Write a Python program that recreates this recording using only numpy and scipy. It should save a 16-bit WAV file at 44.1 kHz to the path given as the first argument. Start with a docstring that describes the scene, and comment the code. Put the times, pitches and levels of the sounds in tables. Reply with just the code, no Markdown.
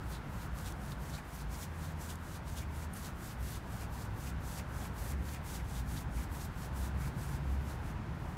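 """Outdoors, a few steps from a brick wall, a stiff wet brush scrubs to and fro.
Friction bends and releases thousands of bristle tips, whose impulses sum to a hiss. Where tufts
catch an edge they rasp louder and lower, and a few sharp snaps stand out.
Behind lies the wash of a busy road, with the low, throbbing notes of engines that come and go."""
import sys
import numpy as np
from scipy import signal
from scipy.fft import rfft, irfft
from scipy.io import wavfile
from scipy.ndimage import uniform_filter1d

SR = 44100
rng = np.random.default_rng(int(sys.argv[2]) if len(sys.argv) > 2 else 0)


def waveform_to_disk(signal):
    """Save audio, clipped to [-1, 1], as 16-bit WAV at the path in sys.argv[1]."""
    frames = np.transpose(np.atleast_2d(signal))
    scaled = np.clip(frames, -1, 1) * 32767
    samples = np.round(scaled).astype(np.int16)
    wavfile.write(sys.argv[1], SR, samples)


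N = 369116

# spectrum of the road noise: f/Hz, relative density level/dB
ROAD_SPECTRUM = [(15, -41), (25, -18), (35, -8.5), (53, -1), (80, -3.5), (165, -6.5), (280, -14.5),
                 (437, -19.5), (600, -20), (950, -17.5), (1200, -21), (1500, -20.5), (2300, -29.5),
                 (4200, -39.5), (8000, -48), (15800, -55)]
# level of the low road rumble, which rises and dips irregularly: t/s, level/dB
RUMBLE_LEVELS = [(0.0, -45), (0.12, -43), (1.07, -44.5), (1.24, -48), (2.65, -44), (3.2, -46),
                 (3.45, -41.5), (3.6, -44), (5.27, -41.5), (5.48, -45), (5.8, -39.5), (6.57, -43),
                 (7.18, -38), (7.26, -45), (7.36, -41), (7.65, -43), (8.07, -40.5), (8.37, -43)]
# envelope of the tyre wash: t/s, level/dB
WASH_LEVELS = [(0, -50), (2.5, -51), (4.5, -50), (6, -50.8), (7.2, -49.4), (8.37, -50)]
# engine notes: start t/s, end t/s, first f/Hz, last f/Hz, first level/dB, last level/dB,
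# one swell's t/s, swell period/s
ENGINE_NOTES = [(0.0, 0.9, 91, 89, -51, -52, 0.1, 0.5), (1.5, 2.87, 83, 74.5, -43.5, -42, 1.77, 0.98),
                (0.2, 1.95, 136, 152, -49, -48, 1.04, 0.44), (0.0, 1.55, 59.8, 56, -45, -46, 0.06, 0.48),
                (3.3, 5.4, 60, 71, -46, -40, 3.87, 0.45), (3.68, 4.2, 105, 101, -45, -46, 3.78, 0.33),
                (5.65, 6.3, 57, 59.5, -39.5, -43, 5.85, 0.35),
                (6.72, 7.8, 65.5, 69.5, -39.5, -36, 6.87, 0.64),
                (6.8, 7.6, 135.5, 138.5, -46, -44, 7.35, 0.35)]
# sharp snaps: t/s, peak level/dB, centre f/Hz, bandwidth/Hz, 60 dB decay time/s
SNAP_BURSTS = [(.7223, -41, 5000, 6000, 0.011), (.9205, -43, 4000, 4000, .008),
               (2.156, -40, 8000, 7000, .006), (2.9335, -42, 9900, 3000, .005),
               (2.9372, -34, 10200, 2500, .009)]
# spectrum of the bristle tips' impulses: f/Hz, relative density level/dB
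TIP_SPECTRUM = [(1500, 3), (2500, -3.5), (4000, -1.5), (5500, -0.5), (7000, 1.5), (10000, -1),
                (13000, -2.5), (16000, -7.5)]
# tufts dragging over an edge or joint: middle t/s, duration/s, level/dB, relative rasp level/dB, f/Hz
EDGE_CATCHES = [(0.15, 0.045, -63, 6, 3789), (0.426, 0.049, -60, -5, 4306), (0.59, 0.034, -59.3, -10, 4909),
                (0.67, 0.03, -50, -5.5, 3531), (0.921, 0.018, -63.5, 5, 3900),
                (1.101, 0.015, -56, -9, 3500), (1.148, 0.034, -53, 0, 3840),
                (1.184, 0.024, -63.5, 9.5, 2240), (1.407, 0.045, -61.5, -2.3, 4392),
                (1.54, 0.041, -56.5, -6.7, 5190), (1.63, 0.034, -52.7, -9, 5167),
                (1.858, 0.065, -65, 2, 3789), (2.105, 0.026, -51.5, -5, 3273),
                (2.35, 0.052, -61.5, -3.2, 3875), (2.49, 0.038, -55.5, -11, 4260),
                (2.584, 0.028, -47.5, -6, 3280), (2.625, 0.025, -65, 7, 2300),
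                (2.83, 0.018, -59.4, 2, 2067), (3.057, 0.045, -52, -6, 3789), (3.31, 0.024, -60, -4, 3500),
                (3.488, 0.017, -58, -9, 3273), (3.55, 0.047, -55, -6, 3531),
                (3.82, 0.044, -57.5, -1.5, 2411), (4.019, 0.025, -55.5, -10, 3789),
                (4.277, 0.027, -55.5, -3, 2497), (4.578, 0.036, -53, -7, 4995),
                (4.6, 0.025, -63.5, 8.5, 2200), (4.82, 0.03, -64, 4, 3500),
                (4.857, 0.022, -61.5, 6.5, 2497), (5.1, 0.036, -62, -5.5, 5167),
                (5.13, 0.034, -66, 6, 2020), (5.29, 0.011, -57.2, -1, 3454), (5.354, 0.04, -60, 3, 2411),
                (5.49, 0.036, -58, -15, 4220), (5.555, 0.035, -51.5, -11, 3640), (5.6, 0.025, -62, 6, 2100),
                (5.77, 0.05, -63, 3, 3531), (5.976, 0.025, -53.8, 0.5, 3617), (6.197, 0.05, -59, 1, 2239),
                (6.413, 0.025, -55.7, -5.2, 4134), (6.632, 0.035, -58.7, -4.6, 4306),
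                (6.848, 0.05, -55.5, -10, 3460), (7.035, 0.05, -58, 1, 2153), (7.228, 0.036, -61, -6, 3875),
                (7.346, 0.043, -59.7, -10, 5167), (7.708, 0.044, -61, -5, 3962),
                (7.885, 0.05, -68, -0.5, 2497)]
# strokes, push and draw in turn: start t/s, duration/s, level/dB at speed, level/dB before stopping
BRUSH_STROKES = [(-0.016, 0.2, -53, -66), (0.19, 0.27, -60.5, -59.7), (0.5, 0.21, -57, -56.5),
                 (0.716, 0.21, -58.5, -58.5), (0.95, 0.237, -57.5, -58.5), (1.178, 0.248, -55.5, -61),
                 (1.459, 0.179, -59, -51.3), (1.65, 0.271, -54.5, -64.5), (1.955, 0.181, -53.5, -57),
                 (2.136, 0.23, -60.5, -57.2), (2.416, 0.206, -59.5, -56.5), (2.638, 0.206, -58, -56.6),
                 (2.897, 0.197, -52.5, -59), (3.121, 0.203, -54.2, -56), (3.36, 0.204, -55, -54),
                 (3.59, 0.246, -56, -55.5), (3.878, 0.177, -55, -57.5), (4.094, 0.209, -55, -56),
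                 (4.38, 0.208, -55.5, -52.5), (4.62, 0.248, -56.5, -53), (4.912, 0.208, -54, -53.5),
                 (5.15, 0.194, -57, -51.5), (5.407, 0.169, -52.5, -53), (5.585, 0.215, -55, -53),
                 (5.827, 0.184, -55, -53), (6.068, 0.171, -58, -55), (6.278, 0.176, -54.5, -53.5),
                 (6.483, 0.179, -58, -55.5), (6.715, 0.161, -54, -56.5), (6.919, 0.161, -58, -55),
                 (7.106, 0.256, -58, -56.5), (7.359, 0.227, -60.5, -74), (7.552, 0.2, -57, -63),
                 (7.738, 0.176, -63, -64), (8.0, 0.35, -66.5, -68)]


def undb(db):
    """Amplitude ratio: tenfold for every 20 dB."""
    return 10 ** (np.asarray(db) / 20)


def unit(x):
    """Normalisation to an rms of 1."""
    return x / np.sqrt(np.mean(x ** 2))


def colour(x, spectrum):
    """Spectral shaping by (f/Hz, level/dB) points, joined on a logarithmic frequency axis."""
    hz, db = np.transpose(spectrum)
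    f = np.maximum(np.fft.rfftfreq(len(x), 1 / SR), 1)
    return irfft(rfft(x) * undb(np.interp(np.log(f), np.log(hz), db)), len(x))


def ring(x, hz, width):
    """Second-order resonance with unit gain at its centre."""
    return signal.lfilter(*signal.iirpeak(hz, hz / width, SR), x)


def waver(rate):
    """Random modulation of rms 1: steps held for 1 / rate seconds, smoothed twice."""
    hold = int(SR / rate)
    steps = np.repeat(rng.standard_normal(N // hold + 1), hold)
    return unit(uniform_filter1d(uniform_filter1d(steps, hold), hold)[:N])


def flicks(rate, scatter_db):
    """Shot noise: bristles let go at independent moments, some much harder than others."""
    released = rng.random(N) < rate / SR
    return unit(released * rng.standard_normal(N) * undb(scatter_db * rng.exponential(size=N)))


def road(t):
    """Broadband noise: a low road rumble rises and dips irregularly under a near-steady tyre wash."""
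    noise = colour(rng.standard_normal(N), ROAD_SPECTRUM)
    rumble = signal.sosfiltfilt(signal.butter(2, 245, fs=SR, output="sos"), noise)
    wash = noise - rumble
    # cars come and go, each colouring its own band for a while
    for hz in (330, 500, 700, 950, 1400, 2000):
        band_gain = undb(.45 * waver(1.53) + .9 * waver(7))
        wash = wash + (band_gain - 1) * ring(wash, hz, .32 * hz)
    rumble_db = np.interp(t, *np.transpose(RUMBLE_LEVELS))
    wash_db = np.interp(t, *np.transpose(WASH_LEVELS))
    return unit(rumble) * undb(rumble_db) + unit(wash) * undb(wash_db)


def engines(t):
    """Amplitude and frequency modulation: each engine's low tone throbs, glides and wavers."""
    throb_depth_db, fade_s = 10, .085
    out = np.zeros(N)
    for start, end, first_hz, last_hz, first_db, last_db, swell, period in ENGINE_NOTES:
        fade = np.clip(np.minimum(t - start, end - t) / fade_s + 1, 0, 1)
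        throb_db = -throb_depth_db * np.sin(np.pi * (t - swell) / period) ** 2
        hz = np.interp(t, [start, end], [first_hz, last_hz]) * (1 + .011 * waver(10))
        db = np.interp(t, [start, end], [first_db, last_db]) + throb_db + 2.16 * waver(9)
        phase = 2 * np.pi * (np.cumsum(hz) / SR + rng.random())
        out += np.sqrt(2) * fade * undb(db) * np.sin(phase)
    return out


def snaps():
    """Exponential decay: bursts of band-limited noise die within milliseconds."""
    out, t = np.zeros(N), np.arange(SR // 40) / SR
    for start, db, hz, width, t60 in SNAP_BURSTS:
        noise = rng.standard_normal(len(t)) * undb(-60 * t / t60)
        burst = ring(ring(noise, hz, width), hz, 2 * width)
        out[int(start * SR):][:len(t)] += undb(db) * burst / np.abs(burst).max()
    return out


def reverberation(power, t60_s=.18, level_db=-10.5):
    """Reflection: paving and wall return the brush's power as a short, dull tail of noise."""
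    retained = undb(-60 / (t60_s * SR)) ** 2
    tail_power = signal.lfilter([1 - retained], [1, -retained], power)
    return undb(level_db) * np.sqrt(tail_power) * unit(ring(rng.standard_normal(N), 4000, 5300))


def edge_catches(t):
    """Resonance: caught tufts ring at a pitch set by their bending. Gives catch power and rasp."""
    relative_width = .25
    power, rasp = np.zeros((2, N))
    grit = flicks(5000, scatter_db=1.5)
    for middle, length, db, rasp_db, hz in EDGE_CATCHES:
        span = slice(*np.searchsorted(t, [middle - .1, middle + .1]))
        bump = undb(db) * np.exp(-2 * ((t[span] - middle) / length) ** 2)
        power[span] += bump ** 2
        tone = ring(ring(grit[span], hz, relative_width * hz), hz, 3 * relative_width * hz)
        rasp[span] += bump * undb(rasp_db) * unit(tone)
    return power, rasp


def strokes(t):
    """Friction noise grows with sliding speed and stops at the turn. 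Gives power and treble gain."""
    push_rise, draw_rise, light_rise = .35, .56, .72  # share of a stroke spent gaining speed
    light_db = -59.8  # a stroke ending below this is a light one
    stop_s, rest_db = .04, -22  # time to stop; relative level at either end
    push_treble_db, draw_treble_db = 2.6, 2.1
    power, treble_db = np.zeros((2, N))
    for k, (start, length, first_db, last_db) in enumerate(BRUSH_STROKES):
        share, lift_db = (draw_rise, draw_treble_db) if k % 2 else (push_rise, push_treble_db)
        rise = length * (light_rise if last_db < light_db else share)
        times = start + np.cumsum([-.05, .05, rise, length - rise, stop_s, .05])
        levels = [-120, first_db + rest_db, first_db, last_db, last_db + rest_db, -120]
        span = slice(*np.searchsorted(t, times[[0, -1]]))
        power[span] += undb(np.interp(t[span], times, levels)) ** 2
        # only the tips touch while the brush gets going, so the rise is brighter
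        treble_db[span] = lift_db + np.interp(t[span], start + rise * np.array([0, .4, 1]), [0, 2.5, 0])
    return power, undb(uniform_filter1d(treble_db, SR // 50))


def bristle_hiss(treble_gain):
    """Superposition: the impulses of thousands of tips flicking off the grit merge into a hiss."""
    impulses = colour(flicks(20000, scatter_db=1.0), TIP_SPECTRUM)
    # tufts of different length bite in turn, so each band flickers alone
    hiss = unit(sum(undb(1.25 * waver(35) + .8 * waver(9)) * ring(impulses, hz, .3 * hz)
                    for hz in 1600 * 1.3 ** np.arange(10)))
    # the hiss is brighter as each stroke gets going, and slightly brighter on the push
    treble = signal.sosfilt(signal.butter(2, 9000, "high", fs=SR, output="sos"), hiss)
    return hiss + (treble_gain - 1) * treble


def brush(t):
    """Stick-slip friction: bristles catch on the brick and spring free, singly and in tufts."""
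    stroke_power, treble_gain = strokes(t)
    catch_power, rasp = edge_catches(t)
    tips = np.sqrt(stroke_power) * bristle_hiss(treble_gain)
    # whole tufts springing off an edge sound duller than single tips
    tuft_spectrum = [(2000, -3), (4000, -2.5), (6500, 1), (10000, -2.5), (16000, -8.5)]  # f/Hz, level/dB
    tufts = np.sqrt(catch_power) * unit(colour(flicks(9000, scatter_db=2.0), tuft_spectrum))
    pressure = undb(.71 * waver(45))  # the face of the brick is uneven
    # now and then one bristle cracks loose above the rest
    cracks = undb(-20) * np.sqrt(stroke_power) * unit(ring(flicks(40, scatter_db=1.0), 7000, 8000))
    return pressure * (tips + tufts + rasp) + cracks + reverberation(stroke_power + catch_power)


def scene():
    """Linear superposition in one channel: brush and snaps in front, road and engines behind."""
    t = np.arange(N) / SR
    return (brush(t) + snaps() + road(t) + engines(t))[None]


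def record(dry):
    """Band limiting: a steep elliptic low-pass removes the highest treble."""
    cutoff_hz = 15720
    return signal.sosfilt(signal.ellip(12, .2, 70, cutoff_hz, fs=SR, output="sos"), dry)


dry = scene()
out = record(dry)
waveform_to_disk(out)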